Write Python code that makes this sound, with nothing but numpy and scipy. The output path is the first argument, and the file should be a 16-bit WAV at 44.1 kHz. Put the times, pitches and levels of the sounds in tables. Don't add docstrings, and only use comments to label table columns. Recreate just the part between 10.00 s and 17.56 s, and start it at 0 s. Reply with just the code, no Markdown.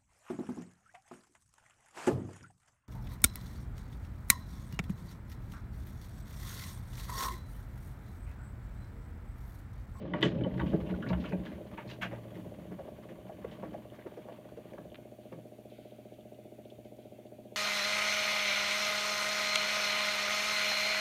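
import sys
import numpy as np
from scipy import signal
from scipy.io import wavfile
from scipy.ndimage import uniform_filter1d

SR = 44100
rng = np.random.default_rng(int(sys.argv[2]) if len(sys.argv) > 2 else 0)


def int16_out(signal):
    q = np.round(np.clip(np.atleast_2d(signal).T, -1, 1) * 32767)
    wavfile.write(sys.argv[1], SR, q.astype(np.int16))


def voltage_ratio(decibels):
    exponent = np.asarray(decibels, float) / 20
    return 10 ** exponent


N = 333396
T = np.arange(N) / SR

# (time [s], level [dB])
SHAKE_LEVEL = [(0, -40), (.2, -39.5), (.35, -34.5), (.55, -39), (.75, -35), (1.02, -40.5), (1.18, -38),
               (1.42, -44.5), (1.65, -48), (2.1, -47.5), (2.3, -50), (2.7, -50), (3.1, -55), (3.68, -48),
               (3.95, -56.5), (4.85, -56.5), (5.1, -75), (5.6, -85)]
SHAKE_MID_DB = -45
# (frequency [Hz], density [dB per Hz])
SWAY_COLOUR = [(25, -38), (45, -13), (58, -9), (66, 34), (76, -14), (90, 0), (105, -20)]
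RUMBLE_COLOUR = [(53, -61), (90, -1.5), (118, -10.5), (179, -4), (290, -12), (592, -23.5), (739, -37),
                 (1000, -29), (1300, -57), (2200, -120)]
SWISH_COLOUR = [(470, -32), (800, -0.5), (1150, 1), (1310, -9.5), (1470, -5), (2040, -7), (2560, -10.5),
                (3010, -8), (5000, -26.5), (7000, -37.5), (9100, -70), (15400, -120)]
# (frequency [Hz], level [dB], decay time t60 [s])
CABINET_MODES = [(147.1, -0.5, 0.099), (180.6, -0.5, 0.18), (244.2, -5.5, 0.15), (273.7, -5, 0.17),
                 (326.9, 7.5, 0.076), (424.6, 9, 0.049), (472, 3, 0.073), (525, 14.5, 0.036),
                 (613, 11, 0.065), (666, 10, 0.058), (833, 7, 0.068)]
DRUM_MODES = [(923, 34.5, 0.008), (1180, 8, 0.11), (1450, 0.5, 0.064), (1450, 4.5, 0.016),
              (1935, -7, 0.025), (2000, 6, 0.015), (2320, -19, 0.02), (2910, -11.5, 0.032),
              (3220, -5, 0.0063), (3520, -20, 0.027), (3550, -23, 0.015), (4850, -16, 0.02),
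              (6500, -21, .05)]
# (time of peak [s], level [dB], frequency [Hz], length [s])
LURCHES = [(0.07, -51, 65, 0.055), (0.277, -55, 70.5, 0.073), (0.254, -35, 130.6, 0.096),
           (0.418, -42, 64.5, 0.059), (0.428, -38.5, 120, 0.095), (0.54, -39, 64, 0.034),
           (0.59, -37.5, 128.6, 0.11), (0.633, -36, 67.3, 0.046), (0.732, -37.5, 67, 0.03),
           (0.84, -45.5, 63.4, 0.089), (0.954, -40, 68, 0.031), (1.123, -34, 126.5, 0.078),
           (1.168, -37.5, 67.7, .11), (1.405, -43, 62.3, 0.052), (1.556, -45.5, 74.7, 0.046),
           (1.745, -51, 70.4, 0.037), (2.2, -61, 66.2, 0.09), (2.743, -61, 75.7, 0.81),
           (3.258, -53, 119.9, 0.059), (3.45, -58, 67, 0.11), (3.69, -64, 65.3, .08),
           (3.913, -58, 119.6, 0.19), (4.914, -62, 66.5, .12), (5.41, -58.5, 120.6, 0.23)]
# (time [s], frequency [Hz], level [dB])
GROAN = [
    (1.75, 129.7, -68),
    (1.89, 127.4, -47),
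    (2.03, 120.8, -54),
    (2.16, 117.4, -44.5),
    (2.32, 113.7, -54),
    (2.48, 106, -53),
    (2.6, 110, -64),
]
# (time [s], peak level [dB], centre frequency [Hz], contact length [s])
THUDS = [(0.009, -40.5, 170, 0.0045), (0.142, -27, 221, 0.011), (0.223, -20.5, 151, 0.025),
         (0.254, -23.5, 283, 0.029), (0.361, -43, 172, 0.015), (0.409, -28.5, 189, 0.016),
         (0.459, -24, 276, 0.0067), (0.579, -34, 144, 0.0061), (0.619, -25.5, 180, 0.024),
         (0.919, -29, 194, 0.0042), (1.069, -31, 160, 0.011), (1.103, -34, 180, 0.036),
         (1.328, -31.5, 172, 0.045), (1.347, -35, 192, 0.0057), (1.605, -37, 344, 0.0055),
         (1.719, -42, 204, 0.012)]
SLAM = [
    (.732, -26.5, 540, 0.0035),
    (0.7413, -18, 200, 0.0039),
]
BUMPS = [(2.029, -37.5, 704, 0.036), (2.128, -33, 517, 0.012), (2.359, -38.5, 360, 0.01),
         (2.459, -37.5, 108, 0.0077), (2.711, -37, 183, 0.021), (2.791, -35, 530, 0.016),
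         (2.878, -36.5, 556, 0.0062), (3.095, -39, 363, 0.016), (3.292, -37.5, 650, 0.0066),
         (3.445, -36, 468, 0.0048), (3.516, -41, 196, 0.0096), (3.628, -32.5, 490, 0.02),
         (3.74, -33.5, 610, 0.012), (4.06, -35, 386, 0.0082), (4.172, -37.5, 474, 0.019),
         (4.28, -38.5, 627, 0.02), (4.573, -39.5, 465, 0.013), (4.736, -38.5, 360, 0.0097),
         (4.778, -41.5, 230, 0.028), (4.847, -43.5, 177, 0.023), (5.322, -40.5, 280, 0.028),
         (5.369, -45, 173, 0.019)]
THUD_SPREAD_HZ, BUMP_SPREAD_HZ = 213, 194
# (time [s], peak level [dB], frequency [Hz], decay time t60 [s])
BOOMS = [(.145, -34, 598, 0.15), (.225, -31.5, 430.8, 0.39), (.255, -30, 173.3, 0.17),
         (0.361, -29, 172.6, .15), (0.409, -35, 279, 0.37), (0.589, -35, 180, .2), (.66, -30.5, 180, 0.12),
         (0.691, -34, 247.5, 0.22), (0.739, -24, 167, 0.094), (.742, -29, 325.4, 0.18),
         (.83, -34.5, 159, .15), (0.901, -33, 179.7, .2), (1.059, -38.5, 250, 0.21),
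         (1.103, -33, 525, 0.077), (1.115, -34.5, 638, 0.14), (1.1, -28, 178.8, 0.49),
         (1.2, -40.5, 174.6, 0.64), (1.311, -38.5, 444, 0.19), (1.328, -26.5, 180.8, 0.19),
         (1.335, -31.5, 591, 0.04), (1.559, -40, 203, 0.17), (3.446, -34, 476, 0.075),
         (3.628, -39, 537, 0.12), (4.172, -38.5, 490, 0.1), (4.574, -36.5, 478, 0.037),
         (3.65, -45, 306, 0.44), (5.33, -47.5, 169.4, 0.55)]
PINGS = [
    (.437, -41.5, 3030, 0.083),
    (0.94, -43, 1450, .04),
    (.6, -47.5, 3690, 0.03),
]
# (time [s], peak level [dB], centre frequency [Hz], contact length [s], splash peak level [dB])
CLACKS = [
    (0.2228, -27.5, 2080, 0.024, -47),
    (1.086, -42.5, 3860, 0.008, -72),
    (1.196, -48, 2660, 0.028, -69),
    (1.288, -59, 2160, 0.0073, -57),
    (1.772, -35.5, 1430, 0.026, -63),
    (1.886, -41.5, 2580, 0.03, -56),
    (1.912, -40, 2900, 0.0034, -59),
    (2.013, -28, 1500, 0.019, -48.5),
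]
# (time [s], peak level [dB], centre frequency [Hz], contact length [s])
RATTLES = [(0.136, -33.5, 1170, 0.035), (0.209, -39, 1760, 0.0035), (0.263, -41.5, 3160, 0.06),
           (0.409, -42, 1180, 0.0063), (0.444, -42, 1000, 0.095), (0.595, -33.5, 1160, 0.01),
           (0.695, -50, 2900, 0.014), (0.894, -44, 1220, 0.0095), (1.069, -41.5, 1450, 0.012),
           (1.098, -35.5, 1500, 0.0074), (1.129, -30, 960, 0.0071), (1.241, -36, 1560, 0.025),
           (1.322, -33, 1200, 0.0047), (1.453, -40.5, 1960, 0.02), (1.713, -49, 950, 0.0033),
           (2.024, -29, 1640, 0.016), (2.113, -38.5, 1190, 0.025), (2.348, -48.5, 1950, 0.028),
           (3.089, -48.5, 1760, 0.022), (3.513, -48, 2680, 0.018)]
JINGLES = [(0.235, -33, 3140, 0.0023), (0.38, -52, 2560, 0.0089), (0.438, -52, 3030, 0.0035),
           (0.565, -62, 3120, 0.018), (0.612, -45, 3230, 0.007), (0.667, -49, 2800, 0.021),
           (0.725, -44, 1420, 0.015), (0.864, -49, 2790, 0.014), (1.022, -45.5, 3050, 0.01),
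           (1.024, -38, 1450, 0.0071), (1.13, -41.5, 2840, 0.0019), (1.253, -50, 3100, 0.013),
           (1.306, -49, 2460, 0.006), (1.518, -51, 1860, 0.02), (1.876, -54, 4200, 0.01),
           (2.038, -43, 2400, 0.031), (3.988, -51, 1820, .007)]
# (time [s], peak level [dB], contact length [s])
TAPS = [(2.716, -48, 0.01), (2.79, -49, 0.005), (2.884, -65, 0.007), (3.027, -57, 0.0086),
        (3.286, -55, 0.006), (3.447, -42, 0.0036), (3.626, -42.5, 0.023), (3.737, -50, 0.0091),
        (3.942, -50.5, 0.013), (4.066, -46.5, 0.0081), (4.168, -50, 0.015), (4.284, -50, 0.0065),
        (4.572, -56, 0.0059), (4.734, -47, 0.0034), (4.782, -43, 0.0031), (5.324, -49, 0.0086)]
# (frequency [Hz], level [dB], decay time t60 [s])
WALL_MODES = [(930, -5, 0.071), (1125, -8.5, 0.098), (1450, -12.5, 0.068), (1667, -13, 0.053),
              (1845, 1.5, 0.011), (2075, -4, 0.016), (2439, -37, 0.019), (2995, -5, 0.025),
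              (3246, -2.5, 0.015), (3550, -6, 0.021), (4520, -17, 0.012)]
# (time [s], peak level [dB], centre frequency [Hz], range [octaves])
STRIKES = [(.053, -47, 970, 0.95), (0.136, -28, 2000, 0.59), (0.138, -26.5, 1000, 1),
           (0.217, -30.5, 2500, 1), (0.227, -17, 3300, 0.63), (0.23, -14.5, 1990, 1),
           (0.238, -35, 3020, 0.43), (.25, -40, 3060, 0.4), (0.259, -44, 3000, 0.45),
           (0.266, -36, 1950, 0.33), (0.283, -41, 3200, .5), (0.409, -51, 3020, 0.5),
           (0.439, -51, 2930, 0.11), (0.446, -37.5, 1010, 1), (0.465, -50, 1790, 0.36),
           (.51, -51, 2000, 0.33), (0.549, -50, 910, 0.24), (0.579, -40, 1800, 0.5),
           (0.598, -28, 1550, 0.52), (0.611, -31.5, 1060, 0.41), (0.616, -40, 2980, 0.41),
           (.676, -57, 2900, .2), (0.702, -48, 3100, .4), (.889, -49, 980, 0.45), (0.909, -46, 2130, 0.53),
           (1.029, -39, 1450, 0.14), (1.038, -45, 1450, 0.13), (1.064, -36.5, 1520, 0.51),
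           (1.103, -36, 890, 0.39), (1.134, -39, 2570, 1), (1.243, -41, 1320, 0.22), (1.262, -52, 2520, .7),
           (1.323, -50, 930, 0.48), (1.331, -42, 2440, 0.14), (1.4587, -50, 3560, .5),
           (1.466, -40.5, 1660, 0.32), (1.781, -37, 840, 0.37), (1.9005, -48, 2000, 0.93),
           (1.908, -45, 2500, 0.96), (2.024, -39, 1860, .8), (2.031, -28, 1575, 0.16),
           (2.039, -33, 1550, 0.33), (2.788, -46, 1100, 0.65), (2.881, -52, 1020, 0.55),
           (3.298, -47.5, 980, 0.85), (3.443, -42, 1120, 0.53), (3.629, -42.5, 1000, 0.35),
           (3.742, -54, 1900, .4), (4.065, -58, 1110, 1), (4.285, -45, 1100, 0.97),
           (4.777, -61, 1800, 0.72), (5.325, -49.5, 1050, 0.36),
           (2.3545, -49, 1930, 0.59), (2.7085, -52, 1020, 0.6), (2.9002, -70, 1070, 0.66),
                  (3.0344, -49, 1150, 1), (3.0913, -49, 1900, 0.48), (3.156, -52, 1100, 0.68),
                  (3.2923, -55, 1140, 0.6), (3.441, -58, 1180, 0.6), (3.514, -50, 3030, 0.6),
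                  (3.6264, -55, 1110, 0.73), (3.74, -49, 1150, 0.55), (3.9005, -52, 2910, 0.6),
                  (3.9194, -56, 1060, 0.6), (3.9422, -52, 1090, 0.72), (3.9948, -53, 1790, 0.33),
                  (4.0227, -51, 2140, 0.34), (4.0616, -49, 1220, 0.65), (4.2797, -54, 1150, 0.6),
                  (4.706, -58, 2940, 0.4), (4.732, -59, 1920, 0.4), (4.7772, -46, 1100, 0.49),
                  (4.9007, -56, 3200, 0.3), (4.918, -55, 2800, .3), (4.685, -61, 2290, .2),
                  (5.3234, -58, 1100, 0.6)]
# (time [s], peak level [dB])
CLOTH_TICKS = [
    (4.9453, -40),
    (4.9478, -43),
    (4.9558, -40),
    (4.9587, -41),
]
# (time [s], peak level [dB], frequency [Hz])
CRACKLES = [
    (5.322, -47, 2570),
    (5.7004, -51, 3600),
    (5.9094, -52, 3000),
    (6.139, -50, 3100),
    (6.2077, -47, 3030),
    (6.345, -50, 3000),
    (6.651, -49, 3080),
    (6.701, -43, 3020),
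    (6.7537, -53, 3150),
    (7.2655, -52, 3220),
]
# (time [s], peak level [dB], length [s])
CRACK = (0.21, -50.5, 0.014)
# (time [s], level [dB], fade rate [dB per s])
PEELS = [
    (5.2, -73.5, 29),
    (5.7, -69, 25),
    (6.68, -75, 148),
    (6.84, -66, 290),
    (6.98, -73, 47),
]
# (frequency [Hz], density [dB per Hz])
CLOTH_COLOUR = [(880, -51), (1500, -8), (1820, -19), (2240, -4), (2840, -9.5), (3080, -5.5), (5000, -18),
                (6500, -42), (11000, -120)]
# (frequency [Hz], level [dB], decay time t60 [s], first movement [+1 out, -1 in])
KNOCK_MODES = [(217.2, -4, 0.092, -1), (267.6, -28, 0.73, -1), (319.2, -4.5, 0.064, -1),
               (344.5, -9.5, 0.11, -1), (418, -4, 0.037, -1), (468, -10, 0.055, 1), (569, 1.5, 0.026, 1),
               (611, -12.5, 0.19, -1), (677.4, -20, 0.18, 1), (727, -20.5, 0.11, -1),
               (761.5, -22, 0.072, -1), (781, -28.5, 0.2, -1), (910, -39, 0.12, 1)]
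# (frequency [Hz], density [dB per Hz])
AIR_COLOUR = [(12, -54), (20, -33), (65, -13.5), (112, -11), (163, -10.5), (215, -7.5), (495, -12),
              (602, -14), (1000, -35.5), (1300, -91), (2200, -120)]
WHIRR_COLOUR = [(530, -37), (900, -8.5), (1480, -9), (1740, -11), (2110, -4.5), (2480, -6), (3570, -8),
                (5000, -29), (6500, -67), (11000, -120)]
HISS_COLOUR = [(2710, -21), (4600, 3.5), (5050, -10), (5370, -1.5), (6900, 1), (8090, -3), (9480, 3.5),
               (10500, -2), (13400, 2.5), (15100, 1), (16000, -3)]
# (time [s], level [dB])
WAKE = [
    (0, -34),
    (.22, -23),
    (.3, -21),
    (.45, -19),
    (.6, -11),
    (2.3, -9.5),
    (2.4, -7.5),
    (2.55, -10),
    (7.6, -11),
]


def evened(x):
    return x / np.sqrt(np.mean(x ** 2) + 1e-20)


def peaked(x, db):
    return voltage_ratio(db) * x / abs(x).max()


def add(mix, s, sound):
    part = mix[round(s * SR):][:len(sound)]
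    part += sound[:len(part)]


def band(x, lo_hz, hi_hz, order=2):
    return signal.sosfilt(signal.butter(order, [lo_hz, hi_hz], "band", fs=SR, output="sos"), x)


def noise(colour, patchy_db):
    hz = np.fft.rfftfreq(2048, 1 / SR)
    colour_hz, colour_level = np.transpose(colour)
    real, imaginary, patches = rng.standard_normal((N // 512 + 5, 1025, 3)).T
    patches = uniform_filter1d(patches, size=12, axis=0)
    patches = evened(uniform_filter1d(patches, size=4, axis=1))
    colour_db = np.interp(np.log(hz + 1), np.log(colour_hz + 1), colour_level, -100, -100)
    spectra = (real + 1j * imaginary) * voltage_ratio(colour_db[:, None] + patchy_db * patches)
    return evened(signal.istft(spectra, nperseg=2048, noverlap=1536)[1][:N])


def ring(modes, centre_hz=500, octaves=99, lag_turns=0, rise_turns=0.38):
    hz, db, t60, *given = np.transpose(modes)[:, :, None]
    t = np.arange(0, min(1.6 * t60.max(), 1 / 4), 1 / SR)
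    t = np.maximum(t - lag_turns * (1 / hz - 1 / hz.max()), 0)
    favour_db = -6 * (np.log2(hz / centre_hz) / octaves) ** 2
    decay_db = -60 * t / np.maximum(t60, .01)
    sign = np.sign(given[0]) if given else (-1) ** np.arange(len(hz))[:, None]
    rise = 1 - np.exp(-t * hz / rise_turns)
    return (sign * voltage_ratio(db + favour_db + decay_db) * rise * np.sin(2 * np.pi * hz * t)).sum(0)


def contact(length, rise=0.023, first=6.4, uneven=0.19):
    u = np.arange(3000) / SR / np.clip(length, .0005, .03)
    burst = rng.standard_normal(3000) * rng.exponential(1, 3000) ** uneven
    burst = burst * (1 - np.exp(-u / rise)) * np.exp(-u)
    burst[0] = first * np.sqrt(length * SR / 20)
    return burst


def wake_db(t):
    return np.interp(t, *np.transpose(WAKE))


def shake_db():
    return np.interp(T, *np.transpose(SHAKE_LEVEL))


def tub_sway():
    level_db = -61 + 1 * (shake_db() - SHAKE_MID_DB)
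    return band(voltage_ratio(level_db) * noise(SWAY_COLOUR, 2.5), 39, 140, order=3)


def cabinet_rumble():
    rumble = noise(RUMBLE_COLOUR, 2.57)
    panels = evened(signal.oaconvolve(rumble, ring(CABINET_MODES))[:N])
    return voltage_ratio(shake_db()) * evened(.5 * rumble + panels)


def drum_swish():
    swish = noise(SWISH_COLOUR, 1.2)
    knocks = (rng.random(N) < 110 / SR) * np.minimum(rng.exponential(1, N), 2.2)
    flare = signal.lfilter([1], [1, -np.exp(-1 / (0.009 * SR))], knocks)
    swish = swish * (1 + 0.8 * flare)
    swish = evened(5.1 * swish + evened(signal.oaconvolve(swish, ring(DRUM_MODES))[:N]))
    return voltage_ratio(-61.5 + 0.44 * (shake_db() - SHAKE_MID_DB)) * swish


def shake():
    stop = voltage_ratio(-15 * np.maximum(T - SHAKE_LEVEL[-1][0], 0))
    return stop * (tub_sway() + cabinet_rumble() + drum_swish())


def lurches():
    out = np.zeros(N)
    for s, db, hz, length in LURCHES:
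        near = abs(T - s) < 2 * length
        swell = np.exp(-(2 * (T[near] - s) / length) ** 2)
        cycles = np.sin(2 * np.pi * (hz * T[near] + rng.random()))
        out[near] += voltage_ratio(db) * np.sqrt(2) * swell * cycles
    return out


def groan():
    s, hz, db = np.transpose(GROAN)
    waver = 0.42 * evened(uniform_filter1d(rng.standard_normal(N), size=1500))
    turns = np.cumsum(np.interp(T, s, hz)) / SR
    return voltage_ratio(np.interp(T, s, db, -120, -120)) * np.sqrt(2) * np.sin(2 * np.pi * turns + waver)


def thuds():
    out = np.zeros(N)
    for blows, spread_hz in (THUDS + SLAM, THUD_SPREAD_HZ), (BUMPS, BUMP_SPREAD_HZ):
        for s, db, hz, length in blows:
            octaves = np.clip(np.log2(1 + spread_hz / hz), .2, 2)
            body = ring(CABINET_MODES + [(hz, -2, .08)], hz, octaves)
            blow = signal.oaconvolve(contact(length, first=1.1, uneven=0.12), body)
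            add(out, s, peaked(blow, db))
    return out


def booms():
    out = np.zeros(N)
    for s, db, hz, t60 in BOOMS + PINGS:
        tone = ring([(hz, 0, t60)], rise_turns=0.62)
        fade = np.cos(np.linspace(0, np.pi / 2, len(tone)))
        add(out, s, peaked(tone * fade, db))
    return out


def rattle(s, db, hz, length, octaves, splash_db=None, first=1.0):
    if splash_db is None:
        splash_db = -65.5 + 0.13 * (db - SHAKE_MID_DB) + wake_db(s) + 9.0
    hit = contact(length, rise=.3, first=first, uneven=.9)
    octaves = np.clip(octaves, .15, 1.5)
    top_hz = max(4200, 1.25 * hz)
    rung = signal.oaconvolve(hit, ring(DRUM_MODES + [(hz, 3, .03)], hz, octaves))
    out = peaked(band(rung, 500, top_hz, order=3), db - 9)
    direct = band(hit, hz / 2 ** octaves, min(hz * 2 ** octaves, top_hz), order=3)
    add(out, 0, peaked(direct, db - 1))
    hit = hit * np.minimum(np.arange(len(hit)) / (length * SR / 4), 1)
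    air_gain = 0.18 * voltage_ratio(wake_db(s) + 12.5)
    splash = band(hit, 2250, 6300, order=3) + air_gain * band(hit, 2900, 16800, order=4)
    add(out, 0, peaked(splash, splash_db + 5.5))
    return out


def rattles():
    out = np.zeros(N)
    wide, thin = 0.88, 0.33
    for s, db, hz, length, splash_db in CLACKS:
        add(out, s, rattle(s, db, hz, length, wide, splash_db, first=.25))
    for s, db, hz, length in RATTLES:
        add(out, s, rattle(s, db, hz, length, wide))
    for s, db, length in TAPS:
        add(out, s, rattle(s, db, 1110, length, wide))
    for s, db, hz, length in JINGLES:
        add(out, s, rattle(s, db, hz, length, thin))
    return out


def strikes():
    out = np.zeros(N)
    for s, db, hz, octaves in STRIKES:
        blow = ring(WALL_MODES + [(hz, -6, .02)], hz, np.clip(octaves, .1, 1.5), rise_turns=1.0)
        add(out, s, peaked(blow, db))
    return out


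def hollow(x, t60=0.14, wet_db=-7):
    t = np.arange(SR // 4) / SR
    echoes = rng.choice([-1., 1.], len(t)) * (rng.random(len(t)) < .05)
    tail = echoes * voltage_ratio(-60 * t / t60) * (t > .003)
    return x + voltage_ratio(wet_db) * signal.oaconvolve(x, tail / np.linalg.norm(tail))[:N]


def cloth_snaps():
    out = np.zeros(N)
    for s, db in CLOTH_TICKS:
        u = np.arange(-20, 200) / SR / .00007
        pulse = -u * np.exp(-u ** 2 / 2)
        add(out, s - 20 / SR, peaked(band(pulse, 700, 4100, order=5), db))
    for s, db, hz in CRACKLES:
        snap = band(contact(.006, first=1.5), hz * .88, hz * 1.2)
        add(out, s, peaked(snap, db - 9))
    s, db, length = CRACK
    add(out, s, peaked(band(contact(length, first=1.0, uneven=0.43), 4500, 18000), db))
    return out


def fibre_sparks():
    sparks = (rng.random(N) < 60 / SR) * np.minimum(rng.exponential(1, N), 2.5)
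    sparks = signal.lfilter([1], [1, -np.exp(-1 / (.0015 * SR))], sparks)
    sparks = sparks * rng.standard_normal(N)
    return voltage_ratio(-73) * (T > 4.6) * band(sparks, 2000, 15000)


def cloth_peel():
    peel = np.zeros(N)
    for s, db, fade_db in PEELS:
        rise = np.clip((T - s) / 0.011, 0, 1)
        peel += rise * voltage_ratio(db - fade_db * np.maximum(T - s, 0))
    return voltage_ratio(0.5) * peel * noise(CLOTH_COLOUR, 1.5)


def motor_knocks():
    knocks_per_s, first_knock_s = 14.996, .04695
    at = np.arange(first_knock_s * SR, N - 1, SR / knocks_per_s).round().astype(int)
    train = np.zeros(N)
    train[at] = voltage_ratio(0.32 * rng.standard_normal(len(at)))
    knocks = signal.oaconvolve(train, ring(KNOCK_MODES, lag_turns=1.15, rise_turns=4.0))[:N]
    return voltage_ratio(-53) * evened(knocks)


def motor_hum():
    wobble = 0.13 * evened(uniform_filter1d(rng.standard_normal(N), size=3000))
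    return voltage_ratio(-61.5) * np.sqrt(2) * np.sin(2 * np.pi * 119.97 * T + wobble)


def still_room():
    return voltage_ratio(-59.5) * noise(AIR_COLOUR, 0.96) + voltage_ratio(-73) * noise(WHIRR_COLOUR, 2.1)


def microphone_hiss():
    return voltage_ratio(-63.5 + wake_db(T)) * noise(HISS_COLOUR, 0.33)


def scene():
    machine = shake() + lurches() + groan() + thuds() + booms()
    drum = hollow(rattles() + strikes())
    cloth = cloth_snaps() + fibre_sparks() + cloth_peel()
    motor = motor_knocks() + motor_hum()
    return (machine + drum + cloth + motor + still_room())[None]


def band_limit(x):
    return signal.sosfilt(signal.butter(12, 15830, fs=SR, output="sos"), x)


def record(dry):
    limited = signal.sosfilt(signal.cheby2(12, 60, 16250, fs=SR, output="sos"), dry)
    return band_limit(limited + microphone_hiss())


dry = scene()
out = record(dry)
int16_out(out)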